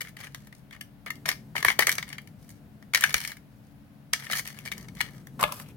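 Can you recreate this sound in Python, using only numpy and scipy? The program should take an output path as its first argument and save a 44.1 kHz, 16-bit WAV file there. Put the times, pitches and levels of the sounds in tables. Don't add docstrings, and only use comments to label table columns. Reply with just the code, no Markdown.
import sys
import numpy as np
from scipy import signal
from scipy.fft import rfft, irfft, next_fast_len
from scipy.io import wavfile

SR = 44100
rng = np.random.default_rng(int(sys.argv[2]) if len(sys.argv) > 2 else 0)


def store_pcm(level_fs):
    pcm = np.round(np.clip(level_fs, -1, 1) * 32767).astype(np.int16)
    wavfile.write(sys.argv[1], SR, np.atleast_2d(pcm).T)


N = 254016
RING_T = np.arange(2048) / SR

# (time [s], wall level [dB], hollow re wall [dB], tick re wall [dB])
CELL_IMPACTS = [(0.0084, -34.5, -16, -4.5), (0.016, -37, -10.5, 1.5), (0.0494, -46, -9, -15),
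                (0.0725, -47.5, -12, -10), (0.1686, -45, -10, -5), (0.2362, -44.5, -14, -7),
                (0.3467, -41, -9, -1), (0.4716, -56.5, -2, 1.5), (0.5267, -50, -7, -7),
                (0.7094, -50, -11, -8.5), (0.729, -45, -22, -12), (0.811, -40, -15.5, 0),
                (1.0629, -40, -2, -8), (1.1045, -30.5, -9.5, -8), (1.257, -33.5, -4.5, -11),
                (1.2893, -21.5, -12.5, -2.5), (1.3154, -35.5, -12, -2), (1.5546, -36.5, 4, -12),
                (1.5649, -28, -9, -10.5), (1.5792, -30.5, -21, -10.5), (1.6271, -31, -2, -4),
                (1.6484, -20.5, 3.5, -3.5), (1.6832, -17.5, -12, -9.5), (1.702, -24, -3.5, -11),
                (1.7915, -19.5, -1.5, 1), (1.8231, -22.5, -15.5, -12), (1.8696, -21.5, -5.5, 0),
                (1.881, -30, -3.5, -23), (1.893, -19, -17, -6), (1.9825, -27.5, -9, -3.5),
                (2.0269, -34.5, -11.5, -6.5), (2.1288, -39, -15.5, -4.5), (2.1824, -37, -16, -10.5),
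                (2.2743, -55.5, -13, 2), (2.8255, -55, -1, -6), (2.937, -27, -12, -6.5),
                (2.9473, -19, -10.5, -1.5), (2.9569, -23.5, -16, -7.5), (2.9742, -30, -12, -2.5),
                (3.022, -30, -23.5, -9.5), (3.0383, -15.5, -9.5, -8), (3.1059, -37, -16.5, -4),
                (3.1422, -19.5, -12.5, -3), (3.2497, -34, -20.5, -8.5), (3.3698, -50, -14.5, -2.5),
                (4.1318, -35.5, -8, -4.5), (4.134, -23, -10, 1), (4.2235, -46.5, -4.5, -12),
                (4.2671, -40, -12, -12), (4.2995, -35, -4, -12), (4.313, -32, -25, -5),
                (4.332, -26.5, -13.5, -12), (4.3527, -33.5, -15, -9), (4.3941, -34.5, -15, -10),
                (4.476, -41.5, -15, 4.5), (4.5883, -46, -15, 1), (4.6757, -37.5, -18, -8),
                (4.7173, -35.5, -14, -4), (4.7226, -33.5, -31, -6), (4.8849, -49.5, -10, -2),
                (5.006, -24.5, -9.5, -10.5), (5.0121, -27.5, -17, -3.5), (5.2706, -51, -1, 1)]
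# (start [s], end [s], wall level [dB], hollow re wall [dB], tick re wall [dB])
CASE_STROKES = [(0.013, 0.108, -51, -11, -4.5), (0.18, 0.277, -45, -5.5, -4),
                (0.286, 0.485, -65.5, -3, 3.5), (0.563, 0.619, -78, -2, 12),
                (0.723, 0.765, -49.5, -6, -9.5), (1.059, 1.089, -39.5, -7, -12.5),
                (1.106, 1.199, -75, 8, -11), (1.253, 1.329, -35.5, -2.5, -3),
                (1.552, 1.611, -38.5, -3.5, -1), (1.651, 1.727, -29, -22, -5),
                (1.799, 1.844, -26.5, -8, -5.5), (1.875, 1.956, -45, 2, -4), (1.937, 2.04, -57, 8, -8),
                (2.064, 2.159, -48.5, -5, -8), (2.377, 2.587, -70.5, -12, 8),
                (2.946, 3.133, -39, -7.5, -4.5), (3.15, 3.301, -38, -13, 1), (3.29, 3.337, -43.5, -8, -5),
                (3.498, 3.73, -82, -4, 11.5), (4.14, 4.295, -46.5, -6.5, 0), (4.304, 4.403, -33, -7.5, 3.5),
                (4.446, 4.53, -45, -6, 1), (4.533, 4.658, -54, -4, -2), (4.646, 4.688, -41, -8, -2),
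                (4.734, 4.854, -53.5, -2.5, -4), (4.958, 5.094, -47, -6.5, -4.5),
                (5.099, 5.22, -59.5, -2.5, 1.5)]
# (frequency [Hz], t60 [s], energy [dB])
CASE_MODES = [(643, 0.021, -13), (763, 0.022, -14.5), (994, 0.036, -12.5), (1218, .025, -7),
              (1304, 0.033, -14), (1790, 0.044, 0), (1945, .012, 4), (2204, 0.032, 5), (2193, 0.014, -0.5),
              (2931, 0.029, -6), (3250, 0.027, -13), (4477, 0.019, -5), (4430, 0.0077, -8),
              (5950, .016, -18), (8800, .006, -5.5), (10380, 0.0023, -18.5), (11600, .006, -8.5)]
# (frequency [Hz], gain [dB])
CASE_CRACK = [(200, -21), (420, -3.5), (670, -11), (900, -4.5), (1450, -9), (1720, 6.5), (2280, 5.5),
              (2650, -8.5), (3050, -4), (4000, -3.5), (6000, -1), (7900, -7.5), (10500, -4), (16000, -9)]
CASE = (CASE_MODES, CASE_CRACK)


def battery_knocks(firm_db=-18, chatter_s=0.0028):
    rows = [(at, db, hollow_db, tick_db, chatter_s if db >= firm_db else 0)
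            for at, db, hollow_db, tick_db in CELL_IMPACTS]
    return impacts(rows, CASE, gain_db=-1, graze=0.3, graze_s=0.0036)


def spring_ticks(tick_db=9.5, hollow_db=-8.5, chatter_s=0.002):
    # (time [s], level [dB])
    flicks = [(0.09, -50), (0.55, -55.5), (1.1553, -51), (1.9164, -26.5), (1.9246, -28), (1.953, -35.5),
              (2.09, -43.5), (2.217, -57), (2.4915, -49), (2.503, -51), (2.513, -55.5), (3.0088, -28),
              (3.0945, -36.5), (3.128, -39), (3.275, -32), (4.3709, -33), (4.7797, -41.5), (4.81, -50.5),
              (4.827, -51.5), (4.9509, -50)]
    rows = [(at, db - tick_db, hollow_db, tick_db, chatter_s) for at, db in flicks]
    return impacts(rows, CASE, gain_db=-2.5)


def case_scrapes():
    return stick_slip(CASE_STROKES, CASE, gain_db=-6.5, slips_per_s=990, scatter_db=5.0)


def catches(count=3, relative_db=-6, spread_db=3.5, brighter_db=3, chatter_s=0.0016):
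    rows = []
    for start, end, db, hollow_db, tick_db in CASE_STROKES:
        along = (np.arange(count) + rng.random(count)) / (count + 1)
        times = start + (end - start) * along
        levels = db + relative_db + spread_db * rng.standard_normal(count)
        rows += [(at, level, hollow_db, tick_db + brighter_db, chatter_s)
                 for at, level in zip(times, levels)]
    return impacts(rows, CASE, gain_db=-1)


def rattles(above_db=-22.5, gap_s=0.012, first_db=-19.5, loss_db=2.5, hollow_db=-11, tick_db=-4):
    rows = []
    for at, db, _, _ in CELL_IMPACTS:
        if db > above_db:
            gaps = gap_s * (1 + 0.3 * rng.uniform(-1, 1, 3))
            rows += [(at + delay, db + first_db - k * loss_db, hollow_db, tick_db, 0)
                     for k, delay in enumerate(np.cumsum(gaps))]
    return impacts(rows, CASE, gain_db=-1)


def jolts():
    # (time [s], frequency [Hz], level [dB], t60 [s])
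    thumps = [(1.663, 118, -39, 0.048), (3.143, 62, -37.5, 0.06), (5.044, 134, -49, 0.12),
              (5.438, 145, -52, 0.079)]
    out, t = np.zeros((2, N)), np.arange(SR // 4) / SR
    for at, hz, db, t60 in thumps:
        thump = undb(db) * np.sin(2 * np.pi * hz * t) * fade(t, t60)
        add(out, at, np.tile(thump, (2, 1)))
    return out


def cover_drag():
    # (time [s], wall level [dB], hollow re wall [dB], tick re wall [dB])
    bumps = [(5.4106, -48, 5, 16.5), (5.4285, -33, 11.5, 5.5), (5.4377, -20, 0.5, -11),
             (5.522, -45, 8.5, 12), (5.599, -46.5, 3, 1), (5.687, -67.5, 6, 13)]
    # (start [s], end [s], wall level [dB], hollow re wall [dB], tick re wall [dB])
    strokes = [(5.39, 5.435, -38.5, 12.5, -0.5), (5.45, 5.53, -47, 6.5, -3), (5.53, 5.63, -55, 5, 10),
               (5.63, 5.72, -59, -12, -3)]
    # (frequency [Hz], t60 [s], energy [dB])
    modes = [(594, 0.13, -6.5), (813, 0.066, -14.5), (1027, 0.04, -7), (1170, 0.02, -16),
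             (1305, 0.0078, -5.5), (1710, 0.1, -5), (2130, 0.021, 4), (2530, 0.011, 8.5),
             (3330, 0.025, -31)]
    # (frequency [Hz], gain [dB])
    crack_spectrum = [(200, -26), (600, -7), (1200, 5), (1800, -8.5), (2600, -3), (4000, -4.5), (7000, -9),
                      (12000, -3.5), (17000, -14.5)]
    cover = (modes, crack_spectrum)
    knocks = impacts([(*bump, 0) for bump in bumps], cover, gain_db=-2.5)
    return knocks + stick_slip(strokes, cover, gain_db=-4.5, slips_per_s=1600, scatter_db=2.5)


def impacts(rows, body, gain_db, graze=0.13, graze_s=0.0022, rebound=0.55, count=7):
    out = np.zeros((2, N))
    lead = int(graze_s * SR)
    for at, wall_db, hollow_db, tick_db, chatter_s in rows:
        force = np.zeros((1, len(RING_T)))
        before, after = (np.arange(count) + rng.random((2, count))) / count
        force[0, (before * lead).astype(int)] = graze * before * rng.standard_normal(count)
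        force[0, lead] = 1
        slots = lead + 1 + (after ** 2 * chatter_s * SR).astype(int)
        force[0, slots] += rebound * rng.choice([-1, 1], count) * (1 - after ** 2 / 2)
        blow = signal.fftconvolve(force, impulse_response(body), axes=1)[:, :len(RING_T)]
        knock = radiate(blow, wall_db + gain_db, hollow_db, tick_db)
        add(out, at - lead / SR, np.sqrt(SR / 100) * knock)
    return out


def stick_slip(strokes, body, gain_db, slips_per_s, scatter_db, grip_db=3, grips_per_s=170, points=4):
    out = np.zeros((2, N))
    for start, end, wall_db, hollow_db, tick_db in strokes:
        size = int((end - start) * SR)
        samples = np.arange(size)
        along = samples / size
        chance, strength = rng.random((2, SR // 2))[:, :size]
        slips = chance < slips_per_s / SR
        force = slips * undb(-scatter_db * np.log(strength + 0.023)) * (-1) ** samples
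        force *= undb(grip_db * wander(samples / SR, grips_per_s))
        force *= np.minimum(along * 10, 1) * (1 - 0.3 * along)
        point = rng.integers(points, size=SR // 2)[:size]
        rub = sum(signal.fftconvolve((force * (point == k))[None], impulse_response(body), axes=1)
                  for k in range(points))
        add(out, start, np.sqrt(size) * radiate(rub, wall_db + gain_db, hollow_db, tick_db))
    return out


def impulse_response(body, crack_t60=0.021, spot_db=0.58, detune=0.027, echo_db=-12, echo_t60=0.045):
    modes, crack_spectrum = body
    hz, t60, db = np.transpose(modes)
    burst = stereo_noise(len(RING_T), 0.11) * fade(RING_T, crack_t60)
    crack = unit(colour(burst, crack_spectrum))
    spot, shift, phase = rng.standard_normal((len(hz), 3)).T
    poles = 2j * np.pi * hz * (1 + detune * shift) - np.log(1000) / t60
    waves = np.exp(np.outer(poles, RING_T))
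    amplitude = undb(db + spot_db * spot) / np.sqrt(t60) * rng.choice([-1, 1], len(hz))
    ring = np.imag(np.array([amplitude, amplitude * np.exp(1j * phase)]) @ waves)
    direct = crack + unit(ring)
    echoes = reflections(RING_T, correlation=0.4, t60=echo_t60, build_s=0.009)
    return direct + undb(echo_db) * signal.fftconvolve(direct, unit(echoes), axes=1)[:, :len(RING_T)]


def radiate(x, wall_db, hollow_db, tick_db, lowest_hz=480, low_hz=1400, high_hz=3600):
    hollow = butter(butter(x, low_hz, "lowpass", order=4), lowest_hz, "highpass", order=2)
    walls = butter(x, (low_hz, high_hz), "bandpass", order=4)
    tick = butter(x, high_hz * undb(0.16 * max(tick_db, 0)), "highpass", order=4)
    return undb(wall_db) * (unit(walls) + undb(hollow_db) * unit(hollow) + undb(tick_db) * unit(tick))


def reflections(t, correlation, t60, build_s):
    return stereo_noise(len(t), correlation) * fade(t, t60) * (1 - np.exp(-(t / build_s) ** 2))


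def room(x, gain_db=-10):
    # (frequency [Hz], gain [dB])
    spectrum = [(200, -5.5), (800, -2.0), (2000, -6.5), (5000, -2.3), (10000, -5.5), (16000, 0.5)]
    tail = reflections(np.arange(SR // 2) / SR, correlation=0.2, t60=0.23, build_s=0.008)
    return undb(gain_db) * signal.fftconvolve(x, colour(unit(tail), spectrum), axes=1)[:, :N]


def microphone_ports(x, lag_s=0.000097):
    # (frequency [Hz], left minus right [dB])
    balance = [(100, 20.5), (700, 2.5), (1300, 2.5), (2000, 7), (3000, 8.5), (4400, 1), (8000, 1),
               (15000, 0)]
    left, right = x
    hz = np.arange(N // 2 + 1) * SR / N
    right = irfft(rfft(right) * np.exp(-2j * np.pi * hz * lag_s), N)
    half = np.array(balance) * [1, 0.5]
    return np.array([colour(left, half), colour(right, half * [1, -1])])


def handling(gain_db=-2):
    # (time [s], level [dB])
    envelope = [(0.0, -51.5), (1.09, -56.5), (1.14, -46), (3.05, -52.5), (3.14, -41.5), (3.17, -52),
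                (4.09, -56.5), (4.41, -47.5), (4.49, -52.5), (4.78, -43.5), (5.31, -47.5), (5.45, -36),
                (5.47, -45.5), (5.66, -46.5), (5.68, -43), (5.76, -48.5)]
    # (frequency [Hz], gain [dB])
    spectrum = [(25, -27), (55, -7.0), (75, -13.5), (110, -3.0), (145, 0.0), (210, -4.5),
                (300, -15.0), (600, -24.5), (2000, -46)]
    rumble = colour(stereo_noise(N, 1.0), spectrum)
    level_db = np.interp(np.arange(N) / SR, *np.transpose(envelope))
    return np.sqrt(N) * unit(rumble) * undb(gain_db + level_db)


def background(rumble_db=-55.5, hiss_db=-68, waver_hz=9, waver=0.6):
    # (frequency [Hz], spectral density [dB])
    rumble_spectrum = [(20, -36.5), (35, -24), (52, -1), (70, -11), (100, -5), (145, -4.5), (200, -8),
                       (280, -9), (350, -26.5), (640, -18), (1200, -28.5), (3500, -46.5), (8000, -60),
                       (16000, -36.5)]
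    hiss_spectrum = [(300, -22.0), (1500, 11.5), (5000, -0.5), (8000, -9), (11000, 0.5), (16000, -17.0)]
    # (frequency [Hz], level [dB])
    partials = [(140, -57.5), (211, -59), (287, -64.5)]
    rumble = colour(stereo_noise(N, 0.29), rumble_spectrum)
    hiss = colour(stereo_noise(N, 0), hiss_spectrum)
    out = np.sqrt(N) * (undb(rumble_db) * unit(rumble) + undb(hiss_db) * unit(hiss))
    t = np.arange(N) / SR
    for hz, db in partials:
        modulation = 1 + waver * (wander(t, waver_hz) + 1j * wander(t, waver_hz))
        out += undb(db) * np.real(modulation * np.exp(2j * np.pi * hz * t))
    return out


def undb(db):
    return 10 ** (np.asarray(db) / 20)


def unit(x):
    return x / np.sqrt(np.sum(x ** 2) / 2 + 1e-18)


def fade(t, t60):
    return np.exp(-np.log(1000) * t / t60)


def wander(t, rate_hz):
    return np.interp(t * rate_hz, np.arange(256), rng.standard_normal(256))


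def add(out, at, x):
    i = max(int(at * SR), 0)
    out[:, i:i + x.shape[1]] += x[:, :max(N - i, 0)]


def colour(x, points):
    size = next_fast_len(x.shape[-1] // 2 + 512) * 2
    hz, db = np.transpose(points)
    bin_hz = np.arange(size // 2 + 1) * SR / size
    log_gain = np.log(undb(np.interp(np.log(bin_hz + 1), np.log(hz), db)))
    cepstrum = irfft(log_gain)
    cepstrum[1:size // 2] *= 2
    cepstrum[size // 2 + 1:] = 0
    return irfft(rfft(x, size) * np.exp(rfft(cepstrum)))[..., :x.shape[-1]]


def butter(x, hz, kind, order):
    return signal.sosfilt(signal.butter(order, hz, kind, fs=SR, output="sos"), x)


def stereo_noise(size, correlation):
    mid, side = rng.standard_normal((2, size))
    return np.sqrt((1 + correlation) / 2) * mid + np.sqrt((1 - correlation) / 2) * np.array([side, -side])


def scene():
    floor = (background() + handling()) * undb([[1.5], [-1.5]])
    near = battery_knocks() + spring_ticks() + case_scrapes() + jolts()
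    near += cover_drag() + catches() + rattles()
    return undb(1.26) * microphone_ports(near + room(near)) + floor


def record(dry, bass_hz=38, top_hz=16200):
    clipped = np.clip(butter(dry, bass_hz, "highpass", order=4), -1, 1)
    return signal.sosfilt(signal.ellip(8, 0.2, 70, top_hz, fs=SR, output="sos"), clipped)


dry = scene()
out = record(dry)
store_pcm(out)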